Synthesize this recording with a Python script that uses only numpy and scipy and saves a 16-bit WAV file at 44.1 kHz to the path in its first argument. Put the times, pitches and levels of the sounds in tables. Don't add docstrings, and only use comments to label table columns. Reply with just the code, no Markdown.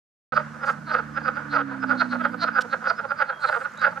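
import sys
import numpy as np
from scipy import signal
from scipy.fft import rfft, irfft
from scipy.io import wavfile
from scipy.ndimage import uniform_filter1d

SR = 44100
rng = np.random.default_rng(int(sys.argv[2]) if len(sys.argv) > 2 else 0)


def gain_from_db(level_db):
    decades = np.asarray(level_db, float) / 20
    return 10 ** decades


def int16_out(signal):
    q = np.round(np.clip(np.atleast_2d(signal).T, -1, 1) * 32767)
    wavfile.write(sys.argv[1], SR, q.astype(np.int16))


N = 176400


def ring(x, hz, width):
    return signal.lfilter(*signal.iirpeak(min(hz, SR / 2.2), hz / width, SR), x)


def ring_twice(x, hz, width):
    return ring(ring(x, hz, width), hz, width)


def on_log(table, hz):
    table_hz, value = np.array(table).T
    return np.interp(np.log(np.maximum(hz, 1)), np.log(table_hz), value)


def walk(rate):
    k = int(SR / rate)
    steps = np.repeat(rng.standard_normal(N // k + 1), k)
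    return 1.4 * uniform_filter1d(uniform_filter1d(steps, k), k)[:N]


def peak_one(x):
    return x / np.sqrt(uniform_filter1d(x ** 2, size=400).max())


def add(out, x, start_s, pan_db=0.):
    i = int(start_s * SR)
    x = x[max(-i, 0):max(N - i, 0)]
    i = max(i, 0)
    out[:, i:i + len(x)] += x * gain_from_db(np.array([[pan_db], [-pan_db]]) / 2)


# frequency in Hz, level in dB per Hz.
AIR = [(18, -45), (30, -29), (184, -2), (394, -12.5), (937, -10), (1500, -5.5), (2170, -37.5),
       (4910, -23.5), (16000, -50.5)]


def air():
    out = 0
    for hz in 32 * 2 ** np.arange(0, 9.1, .5):
        mid, side = (ring_twice(rng.standard_normal(N), hz, hz / 2) for _ in range(2))
        spread = np.clip(hz / 6600, .3, .9) * side * np.array([[1], [-1]])
        out = out + gain_from_db(on_log(AIR, hz) + 2.5 * walk(5.86)) * (mid + spread)
    return out * gain_from_db(-49) / np.sqrt(np.mean(out ** 2))


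# centre in Hz, width in Hz, level in dB.
SAC = [(1247, 203, -2.5), (1447, 155.5, 2.5), (1572, 235, -7.5), (1980, 390, -23), (2523, 168, -23),
       (3330, 1600, -41)]


def chorus():
    noise = rng.standard_normal((2, N)) * gain_from_db(2 * walk(30) + 2.2 * walk(4))
    noise = noise[0] + 0.56 * noise[1] * np.array([[1], [-1]])
    wash = sum(gain_from_db(db) * ring_twice(noise, hz, width * 1.5) for hz, width, db in SAC[:4])
    return wash * gain_from_db(-45) / np.sqrt(np.mean(wash ** 2))


# start in seconds, length in seconds.
RUSTLE_TIMES = [(2.607, .018), (.65, .085), (3.39, .27), (3.77, .05), (1.6, .022), (2.2, .1)]
# centre in Hz, width in Hz, level in dB.
RUSTLE_COLOURS = [(3730, 3440, -30), (5900, 4500, -49), (7820, 3300, -53.5), (3870, 220, -30),
                  (3200, 230, -38), (3210, 220, -37.5)]


def rustles():
    out = np.zeros((2, N))
    noises = rng.standard_normal((len(RUSTLE_COLOURS), 2, 16384))
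    for (s, length_s), (hz, width, db), noise in zip(RUSTLE_TIMES, RUSTLE_COLOURS, noises):
        progress = np.clip(np.arange(16384) / SR / length_s, 0, 1)
        fade = np.clip(np.sin(np.pi * progress) * 4, 0, 1)
        grains = noise[0] * gain_from_db(8 * uniform_filter1d(noise[1], size=16))
        add(out, gain_from_db(db) * fade * ring_twice(grains, hz, width), s, -3)
    return out


# start in seconds, length in seconds, pitch in Hz, level in dB, warbles per second.
PEEP = (3.29, .14, 3250, -55, 60)


def peep():
    out = np.zeros((2, N))
    s, length_s, hz, db, warble_hz = PEEP
    t = np.arange(int(length_s * SR)) / SR
    warble = 1 + .5 * np.sin(2 * np.pi * warble_hz * t)
    add(out, gain_from_db(db) * np.sin(np.pi * t / length_s) * warble * np.sin(2 * np.pi * hz * t), s)
    return out


# start in seconds, level in dB.
TICKS = [(3.719, -55), (3.738, -55), (3.7562, -60.5), (3.7753, -49.5), (3.7944, -53), (3.8135, -53)]


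def cricket():
    out = np.zeros((2, N))
    wing_hz, width_hz = 6853, 1300
    for s, db in TICKS:
        scrape = rng.standard_normal(400) * np.exp(-np.arange(400) / 64)
        tick = ring(ring(scrape, wing_hz, width_hz), wing_hz, 2 * width_hz)
        add(out, gain_from_db(db - 4.5) * peak_one(tick), s)
    return out


# time in seconds, firing rate in Hz, level in dB, brightness in dB, unevenness in dB.
ENGINE = [(.33, 73.7, -37, -1, -1), (.58, 74.5, -44, -7.5, 5.5), (0.871, 74.4, -40.5, -0.5, 1),
          (1.2, 74.7, -37, 0.5, -1), (1.42, 73.4, -39, -0.3, 1), (1.6, 70.3, -36, 7.5, -14.5),
          (1.8, 65.8, -34.5, 7, -9.5), (2.0, 62.6, -32.5, 8, -13.5), (2.2, 60.3, -32.5, 7, -8.5),
          (2.4, 58.2, -36.5, 5.5, -4), (2.6, 57.1, -43.5, 7.5, -4), (2.85, 55.0, -47, 6.5, -0.5),
          (3.15, 52, -51.5, 1.5, 2.5), (3.609, 49.5, -61, -3, 6), (3.8, 53.7, -48.5, 3, -1),
          (4.0, 59.0, -46, 0, 2)]
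# frequency in Hz, gain in dB.
EXHAUST = [(55, -36), (75, -16), (120, -10), (148, -1.5), (225, 0), (290, -1.5), (330, -12), (400, -26)]
HALF_ORDER_DB, QUARTER_ORDER_DB = -11.5, -9.5
UNEVEN_FROM_HZ = 232


def engine():
    s, *columns = np.array(ENGINE).T
    t = np.arange(N) / SR
    hz, db, bright_db, uneven_db = (np.interp(t, s, column) for column in columns)
    firing = hz * (1 + 0.0024 * walk(9))
    turn = 2 * np.pi * np.cumsum(firing) / SR
    out, power = 0, 0
    quarter_db = QUARTER_ORDER_DB + uneven_db
    for k in range(3, 26):
        order = k / 4
        f = firing * order
        order_db = (0, quarter_db, HALF_ORDER_DB, quarter_db)[k % 4]
        if k % 4 > 0:
            order_db = order_db + 14 * np.minimum(np.log2(f / UNEVEN_FROM_HZ), 0)
        slope_db = (1.8 * bright_db - 6) * np.clip(order - 3, 0, 1) - 6.4 * max(order - 4, 0)
        gain = gain_from_db(order_db + on_log(EXHAUST, f) + slope_db)
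        flutter = gain_from_db(1.94 * walk(8.15))
        out = out + gain * flutter * np.sin(turn * order + 2 * np.pi * rng.random())
        power = power + gain ** 2 / 2
    hum_hz = 103 * (1 + .015 * walk(3))
    hum = gain_from_db(-61 + 1.8 * walk(4.4)) * np.sin(2 * np.pi * np.cumsum(hum_hz) / SR)
    return out / np.sqrt(power) * gain_from_db(db - 1.5) + hum


PEAK = 4096
SWELL_S, KNEE_S, LEAD_IN_DB, FADE_S = .014, 0.023, -9.5, 0.0053
JITTER, SCATTER_DB, SLOWING_PER_S = .04, 1.8, 4.0
RASP = .2


def throat_pulses(t, size, centre_s, swell_s):
    s = t - centre_s
    rise = np.exp(-(s / swell_s) ** 2) + gain_from_db(LEAD_IN_DB) * np.exp(s / KNEE_S)
    shape = np.where(s < 0, rise, np.exp(-(s / FADE_S) ** 2))
    clicks = np.bincount(np.round(t * SR).astype(int) + PEAK, shape * size, minlength=6144)
    breath = signal.lfilter([.15], [1, -.985], clicks)
    return clicks + RASP * breath * rng.standard_normal(6144)


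# centre in Hz, width in Hz, level in dB.
CHEST = [(508.7, 81, 1), (596, 84.6, -1), (870, 128, -2), (983, 152, -3)]


def croak(rate, overtone_db, chest_db, overtone_hz, chance, width=330, early_s=0.0066):
    slowing = SLOWING_PER_S * np.arange(30)[::-1] / rate / 2
    gaps = (1 + JITTER * chance[10:40] - slowing) / rate
    t = np.cumsum(gaps) - gaps[:26].sum() + 0.00074 * chance[0]
    t = t[t > -.09]
    size = gain_from_db(SCATTER_DB * chance[40:40 + len(t)])
    tune = 1 + .018 * chance[1]

    main = throat_pulses(t, size, 0, SWELL_S)
    sac = 0
    for k, (f, w, db) in enumerate(SAC):
        sac = sac + (-1) ** k * gain_from_db(db + 1.3 * chance[2 + k]) * ring_twice(main, f * tune, w * 1.48)

    late = throat_pulses(t, size, 0.0033, SWELL_S)
    chest = 0
    for k, (f, w, db) in enumerate(CHEST):
        chest = chest + gain_from_db(db + 1.8 * chance[6 + k]) * ring_twice(late, f * tune, w * 1.68)

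    hz = overtone_hz * (1 + 0.0092 * chance[3])
    high = ring(ring(throat_pulses(t, size, -early_s, 0.024), hz, width * 2), hz, width)

    burst = chance[70:] * np.exp(-np.arange(60) / 22)
    snap = np.diff(ring(np.convolve(main, burst)[:6144], 6500, 9000), prepend=0)
    return (peak_one(sac) + gain_from_db(chest_db) * peak_one(chest) + gain_from_db(overtone_db) * peak_one(high)
            + gain_from_db(-55) * peak_one(snap))


def far_frogs():
    out = np.zeros((2, N))
    for k, chance in enumerate(rng.standard_normal((130, 130))):
        call = croak(270 + 25 * chance[5], -25.5, -3.5, 4600 + 250 * chance[9], chance)
        add(out, gain_from_db(-46.5 + 3.5 * chance[8]) * call, (k + chance[69]) * N / SR / 130, 2.7 * chance[4])
    return out


# loudest moment in seconds, level in dB, pulses per second, overtone in dB, chest in dB.
BIG_FROGS = [(0.332, -23.5, 248, -24.5, -5), (0.917, -19.5, 296.0, -25, -10), (0.902, -28, 290, -20, -9),
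             (1.54, -18, 245, -23.5, -9.5), (2.02, -13.5, 320, -18, -10), (2.133, -19.5, 265, -21.5, -10),
             (2.157, -25, 180, -23, -4), (2.215, -24, 310, -34.5, -6.5), (2.444, -17.5, 313.0, -11.5, -7),
             (2.652, -35.5, 245, -34, 2.5), (2.739, -16, 250, -24.5, -8), (2.829, -32.5, 243, -34, -3),
             (3.304, -19.5, 270, -27.5, -8), (3.329, -30, 152, -37, -4.5),
             (3.452, -15.0, 254, -23.0, -11.5), (3.437, -28.5, 280, -21, -11),
             (3.496, -18.5, 290, -17.5, -3.5), (3.659, -22, 280, -32, -15), (3.977, -26, 257, -40, -6.5)]
MIDDLE_FROGS = [(0.376, -12, 289, -29, -12), (0.95, -13.5, 236, -28, -8.5), (1.57, -14.5, 312, -27.5, -10),
                (2.908, -15, 320.0, -18.5, -9.5), (1, -25, 430, -24.5, -7.5), (0.969, -22.5, 260, -33, -11),
                (1.554, -21.5, 280, -28.5, -8.5), (1.594, -18.5, 270, -35, -12),
                (0.689, -21.5, 270, -27, -9.5), (3.838, -21.5, 240, -22.5, -13),
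                (2.432, -19.5, 330, -22.5, -6), (1.907, -20.5, 270, -29.5, -8)]
# loudest moment in seconds, level in dB, overtone in dB, chest in dB.
SMALL_FROGS = [(0.701, -15, -31.0, -12), (1.262, -22.5, -28, -11.5), (1.287, -16, -29.5, -9.5),
               (1.917, -16, -35, -15.5), (1.929, -21, -30, -7), (2.259, -14, -36, -9.5),
               (2.565, -19, -29, -13), (2.589, -12.5, -34.5, -11.5), (2.875, -16, -36, -9.5),
               (3.118, -17.5, -32, -11.5), (3.206, -18.5, -28.5, -10.5), (3.225, -13, -32, -9.5),
               (3.53, -19, -30, -8), (3.551, -19.5, -37, -13.5), (3.826, -20, -27, -15.5),
               (3.853, -11.5, -33, -13.5), (3.876, -16.5, -31, -6)]
FAINT_FROGS = [(0.401, -26, -26, -3.5), (0.616, -36.5, -38, -4), (0.678, -24.5, -29, -6.5),
               (0.728, -38, -22, -16), (0.99, -22, -38, -7), (1.376, -24.5, -30.5, -10.5),
               (1.4, -35.5, -30, -2.5), (1.614, -22.5, -38, -8), (1.72, -33, -34, 0), (1.951, -34, -34, 4),
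               (2.346, -28.0, -31.5, -4), (2.858, -23.5, -37, -13.5), (3.051, -28, -41, 0.5),
               (3.572, -22, -33, -3.5), (3.621, -26, -29, -8)]
THIN_FROGS = [(0.644, -22, -31.5, -8), (1.179, -19, -31.5, -12), (1.839, -21.5, -30, -8),
              (2.485, -18, -34, -12.5), (2.997, -22.5, -27.5, -11)]
BIG_HZ, MIDDLE_HZ, SMALL_HZ, THIN_HZ = 4230, 4680, 4780, 5110


def near_frogs():
    out = np.zeros((2, N))

    def place(call, s, db, chance):
        add(out, gain_from_db(db - 3) * call, s - PEAK / SR, 1.5 * chance[4])

    for table, hz, width in ((BIG_FROGS, BIG_HZ, 450), (MIDDLE_FROGS, MIDDLE_HZ, 500)):
        for (s, db, rate, over_db, chest_db), chance in zip(table, rng.standard_normal((len(table), 130))):
            place(croak(rate, over_db, chest_db, hz, chance, width), s, db, chance)
    for table, hz, *colour in ((SMALL_FROGS, SMALL_HZ), (FAINT_FROGS, SMALL_HZ), (THIN_FROGS, THIN_HZ, 170, .006)):
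        for (s, db, over_db, chest_db), chance in zip(table, rng.standard_normal((len(table), 130))):
            rate = 255 * (1 + .08 * chance[5])
            place(croak(rate, over_db, chest_db, hz, chance, *colour), s, db, chance)
    return out


def reeds(calls):
    t60_s, level_db = 0.19, -11.5
    t = np.arange(16384) / SR
    tail = rng.standard_normal((2, 16384)) * gain_from_db(-60 * t / t60_s) * (t > .004)
    tail = (tail[0] + .45 * tail[1] * np.array([[1], [-1]])) / np.sqrt(np.sum(tail[0] ** 2))
    return gain_from_db(level_db) * signal.fftconvolve(calls, tail, axes=1)[:, :N]


# frequency in Hz, left minus right in dB.
EAR_DB = [(80, 2.5), (300, -10), (1290, -6.5), (2380, -7), (4400, -1), (15000, -4)]
# frequency in Hz, left lead in radians.
EAR_LEAD = [(60, -0.21), (260, -0.58), (520, 0.91), (1500, 0.68), (2400, 1), (4500, -0.64)]


def camera_shade(x):
    hz, ear = np.arange(N // 2 + 1) * SR / N, np.array([[.5], [-.5]])
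    shade = gain_from_db(ear * on_log(EAR_DB, hz)) * np.exp(1j * ear * on_log(EAR_LEAD, hz))
    return irfft(rfft(x) * shade, N)


def scene():
    no_bass = signal.butter(6, 460, "high", fs=SR, output="sos")
    calls = signal.sosfilt(no_bass, far_frogs() + near_frogs())
    one_side = calls + reeds(calls) + engine() + chorus()
    return camera_shade(one_side) + cricket() + peep() + rustles() + air()


def low_pass(x):
    return signal.sosfilt(signal.butter(12, 16310, fs=SR, output="sos"), x)


def record(dry):
    start_s, cut_in_s = .3213, .0006
    dull = signal.sosfilt(signal.butter(10, 15000, fs=SR, output="sos"), dry)
    mix = dull * np.clip((np.arange(N) / SR - start_s) / cut_in_s, 0, 1)
    return low_pass(mix)


dry = scene()
out = record(dry)
int16_out(out)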